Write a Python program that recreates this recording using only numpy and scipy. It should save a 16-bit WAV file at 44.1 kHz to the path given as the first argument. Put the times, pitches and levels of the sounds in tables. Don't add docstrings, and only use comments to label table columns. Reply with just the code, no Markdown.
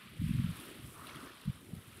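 import sys
import numpy as np
from scipy.fft import rfft, irfft, next_fast_len
from scipy.io import wavfile
from scipy.ndimage import map_coordinates

SR = 44100
rng = np.random.default_rng(int(sys.argv[2]) if len(sys.argv) > 2 else 0)


def to_wav(s):
    ch = np.atleast_2d(s).T
    pcm = np.round(np.clip(ch, -1, 1) * 32767)
    wavfile.write(sys.argv[1], SR, pcm.astype(np.int16))


N = 88200


def amp(db):
    return 10 ** (np.asarray(db) / 20)


def unit(x):
    return x / np.sqrt(np.mean(x ** 2) + 1e-20)


def curve(rows):
    return np.interp(np.arange(N) / SR, *np.transpose(rows))


def wobble(rate):
    points = rng.standard_normal(1000)
    position = np.arange(N) * rate / SR + 3
    return map_coordinates(points, [position], mode="wrap")


def filtered(x, response):
    m = next_fast_len(N + SR // 2)
    spectrum = rfft(x, m) * response(np.fft.rfftfreq(m, 1 / SR))
    return irfft(spectrum, m)[:N]


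def coloured(x, points):
    f, db = np.transpose(points)
    return filtered(x, lambda hz: amp(np.interp(np.log(hz + 1), np.log(f), db)))


def bubbles(count, low_hz, high_hz, cycles, spread_db):
    when, pitch, size = rng.random((count, 3)).T[:, :, None]
    hz = low_hz + (high_hz - low_hz) * pitch
    k = np.arange(int(min(4 * cycles / low_hz, .05) * SR))
    age = hz * k / SR / cycles
    tone = np.sin(2 * np.pi * cycles * age * (1 + 0.025 * age))
    ring = tone * np.exp(-age) * (1 - np.exp(-10 * age))
    gain = amp(-spread_db * np.log(1 - .95 * size)) * np.sqrt(hz)
    sample = (when * N).astype(int) + k
    return unit(np.bincount(sample.ravel(), (gain * ring).ravel(), N)[:N])


def water(colour, grains, grain_db):
    merged = unit(coloured(rng.standard_normal(N), colour))
    single = unit(coloured(grains, colour))
    return unit(merged + amp(grain_db) * single)


# (time [s], level [dB])
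SLOSH_LEVEL = [(0, -65), (.17, -62), (.36, -76), (.5, -59), (.6, -54), (.7, -53), (.8, -59), (1.0, -58.5),
               (1.18, -60), (1.26, -53.5), (1.33, -63), (1.6, -65), (1.67, -57.5), (1.78, -58.5),
               (1.88, -66.5), (2, -59.5)]
SPILL_LEVEL = [(0, -60.5), (.17, -68), (.45, -57), (.62, -57), (.74, -62), (.93, -63), (.99, -53.5),
               (1.13, -53.5), (1.28, -53.5), (1.33, -59.5), (1.58, -62), (1.66, -73), (1.8, -65),
               (2, -64.5)]
WASH_LEVEL = [(0, -56.5), (.08, -59.5), (.21, -60), (.25, -56), (.59, -55), (.76, -58), (.92, -63),
              (1.02, -61), (1.1, -62), (1.28, -61.5), (1.5, -61), (1.64, -66.5), (1.86, -63.5), (2, -60.5)]
FOAM_LEVEL = [(0, -66.5), (.17, -65.5), (.24, -59.5), (.3, -59), (.38, -61), (.53, -59), (.595, -55.5),
              (.66, -57.5), (.8, -62), (.87, -58.5), (1.06, -59), (1.11, -61.5), (1.25, -60), (1.33, -64.5),
              (1.55, -64), (1.68, -65), (1.76, -63.5), (2, -62)]
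# (frequency [Hz], level [dB])
SLOSH_SPECTRUM = [(100, -11), (200, -5.5), (285, -3), (380, -6), (480, -11.5), (640, -17), (850, -17),
                  (2000, -46)]
SPILL_SPECTRUM = [(300, -32), (550, -4.5), (800, -13), (1020, -1.5), (1280, 2.5), (1550, -4), (1900, -8.5),
                  (3000, -65), (8000, -79)]
WASH_SPECTRUM = [(700, -64), (1300, -5.5), (1900, 1), (2500, 2), (3200, 2.5), (3900, -1), (4700, -8),
                 (5600, -14.5), (6700, -24.5), (9000, -26), (16000, -60)]
FOAM_SPECTRUM = [(2500, -36), (4800, -5.5), (6000, -8), (6900, -8), (8000, -2), (9800, 2), (12000, -1),
                 (13500, -4), (15500, -9.5)]
# (time [s], tilt [dB])
WASH_TILT = [(0, -2), (.3, -.6), (.7, 0.5), (1.0, -0.5), (1.4, 3), (1.66, -0.5), (2, -1)]
WASH_SPLIT_HZ = 2900
SPILL_DB, FOAM_DB = -1.5, -1


def waves():
    grains = bubbles(count=260, low_hz=194.6, high_hz=669, cycles=1.43, spread_db=3)
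    slosh = water(SLOSH_SPECTRUM, grains, grain_db=0)
    grains = bubbles(count=1200, low_hz=585, high_hz=2253, cycles=6.1, spread_db=3)
    spill = water(SPILL_SPECTRUM, grains, grain_db=-0.5)
    grains = bubbles(count=3000, low_hz=1393, high_hz=6230, cycles=4.55, spread_db=3)
    wash = water(WASH_SPECTRUM, grains, grain_db=-2)
    grains = bubbles(count=3000, low_hz=4820, high_hz=14600, cycles=4.1, spread_db=4.5)
    foam = water(FOAM_SPECTRUM, grains, grain_db=-2)

    coarse = filtered(wash, lambda hz: 1 / (1 + (hz / WASH_SPLIT_HZ) ** 6))
    fine = wash - coarse
    tilt = curve(WASH_TILT)
    wash = amp(-tilt) * coarse + amp(tilt) * fine

    wash_db = curve(WASH_LEVEL) + 0.22 * wobble(70.5)
    foam_db = curve(FOAM_LEVEL) + FOAM_DB + 1.1 * wobble(80)
    low = amp(curve(SLOSH_LEVEL)) * slosh + amp(curve(SPILL_LEVEL) + SPILL_DB) * spill
    return low + amp(wash_db) * wash + amp(foam_db) * foam


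# (time [s], level [dB], pitch [Hz])
EDDY_HITS = [(0.201, -31.5, 118), (0.22, -27, 207), (0.245, -24.5, 150), (0.266, -32, 190),
             (0.295, -28.5, 215), (0.312, -23, 172), (0.348, -28, 167), (.36, -26.5, 135),
             (0.376, -34.5, 152), (.397, -24, 107), (0.425, -32, 145), (0.447, -23.5, 163),
             (.466, -30, 180), (0.494, -30.5, 137), (0.507, -32.5, 150), (.841, -42.5, 119),
             (0.875, -49.5, 120), (1.462, -38, 153), (1.482, -25, 165), (1.5, -28.5, 130),
             (1.737, -34, 165), (1.768, -40.5, 133), (1.883, -46, 129)]
# (time [s], level [dB])
FLUTTER_LEVEL = [(0, -67.5), (.15, -57.5), (.24, -40), (.47, -38.5), (.54, -49), (.72, -66.5), (.8, -56),
                 (.86, -49), (.93, -62.5), (1.01, -52.5), (1.09, -63.5), (1.17, -54.5), (1.33, -66.5),
                 (1.43, -73), (1.5, -52.5), (1.63, -65), (1.78, -47.5), (1.84, -61), (2, -56)]
# (frequency [Hz], level [dB])
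FLUTTER_SPECTRUM = [(15, -60), (30, -32), (60, -4.5), (105, -1.5), (190, -5), (280, -12), (420, -41),
                    (900, -70)]
EDDY_CYCLES, EDDY_DB = 0.6, 0.4
SHOVE_HZ, SHOVE_S, SHOVE_DB = 41.2, 0.0067, -14


def wind():
    t = np.arange(N) / SR
    thumps = np.zeros(N)
    for s, db, hz in EDDY_HITS:
        turns = (t - s) * hz
        thump = np.exp(-.5 * (turns / EDDY_CYCLES) ** 2) * np.sin(2 * np.pi * (turns + rng.random()))
        swing = np.sin(2 * np.pi * ((t - s) * SHOVE_HZ + rng.random()))
        shove = np.exp(-.5 * ((t - s) / SHOVE_S) ** 2) * swing
        thumps += amp(db + EDDY_DB) * (thump + amp(SHOVE_DB) * shove)
    uneven_noise = rng.standard_normal(N) * amp(3.2 * wobble(34.8))
    flutter = unit(coloured(uneven_noise, FLUTTER_SPECTRUM))
    return thumps + amp(curve(FLUTTER_LEVEL)) * flutter


# (time [s], level [dB])
DROP_FALLS = [(.283, -51), (0.599, -45), (1.069, -47.5), (1.154, -50), (1.373, -57), (1.455, -55),
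              (1.751, -53), (1.969, -53)]
# (frequency [Hz], level [dB])
DROP_SPECTRUM = [(800, -14), (2200, -29), (4000, -3.5), (6700, -34.5), (10000, -3), (15500, -22)]
DROP_DECAY_S, DROP_DB = 0.004, -1.5


def droplets():
    t = np.arange(N) / SR
    level = np.zeros(N)
    for s, db in DROP_FALLS:
        level += amp(db + DROP_DB) * (t >= s) * np.exp(-np.abs(t - s) / DROP_DECAY_S)
    return level * unit(coloured(rng.standard_normal(N), DROP_SPECTRUM))


# (time [s], level [dB], starting pitch [Hz])
AIR_POCKETS = [(.594, -41, 280), (1.231, -38.5, 270), (1.1, -41, 2500), (1.146, -45, 1320)]
GLUG_CYCLES = 2.9


def glugs():
    t = np.arange(N) / SR
    out = np.zeros(N)
    for s, db, hz in AIR_POCKETS:
        age = np.maximum(t - s, 0) * hz / GLUG_CYCLES
        tone = np.sin(2 * np.pi * GLUG_CYCLES * age * (1 + 0.013 * age))
        out += amp(db) * tone * np.exp(-age) * (1 - np.exp(-6 * age))
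    return out


# (frequency [Hz], level [dB])
BREAK_SPECTRUM = [(300, -8), (650, 4.5), (1300, -9), (1900, 2.5), (2800, 1), (4200, -3.5), (5400, -5.5),
                  (7000, -15), (12000, -23)]
BREAK_S, BREAK_RISE_S = 1.069, 0.032
BREAK_DB, BREAK_FALL_DB_PER_S = -53.5, 44


def breaker():
    t = np.arange(N) / SR - BREAK_S
    rise = np.clip(1 + t / BREAK_RISE_S, 0, 1)
    fall = amp(BREAK_DB - BREAK_FALL_DB_PER_S * np.maximum(t, 0))
    grains = bubbles(count=1400, low_hz=692, high_hz=7160, cycles=5.3, spread_db=5)
    return rise * fall * water(BREAK_SPECTRUM, grains, grain_db=4.5)


def scene():
    return (waves() + wind() + droplets() + glugs() + breaker())[None]


LOW_CUT_HZ, TOP_HZ = 47, 15660


def record(dry):
    def response(hz):
        bass_cut = hz ** 2 / np.hypot(hz ** 2, LOW_CUT_HZ ** 2)
        return (hz < TOP_HZ) * bass_cut
    return filtered(dry[0], response)[None]


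dry = scene()
out = record(dry)
to_wav(out)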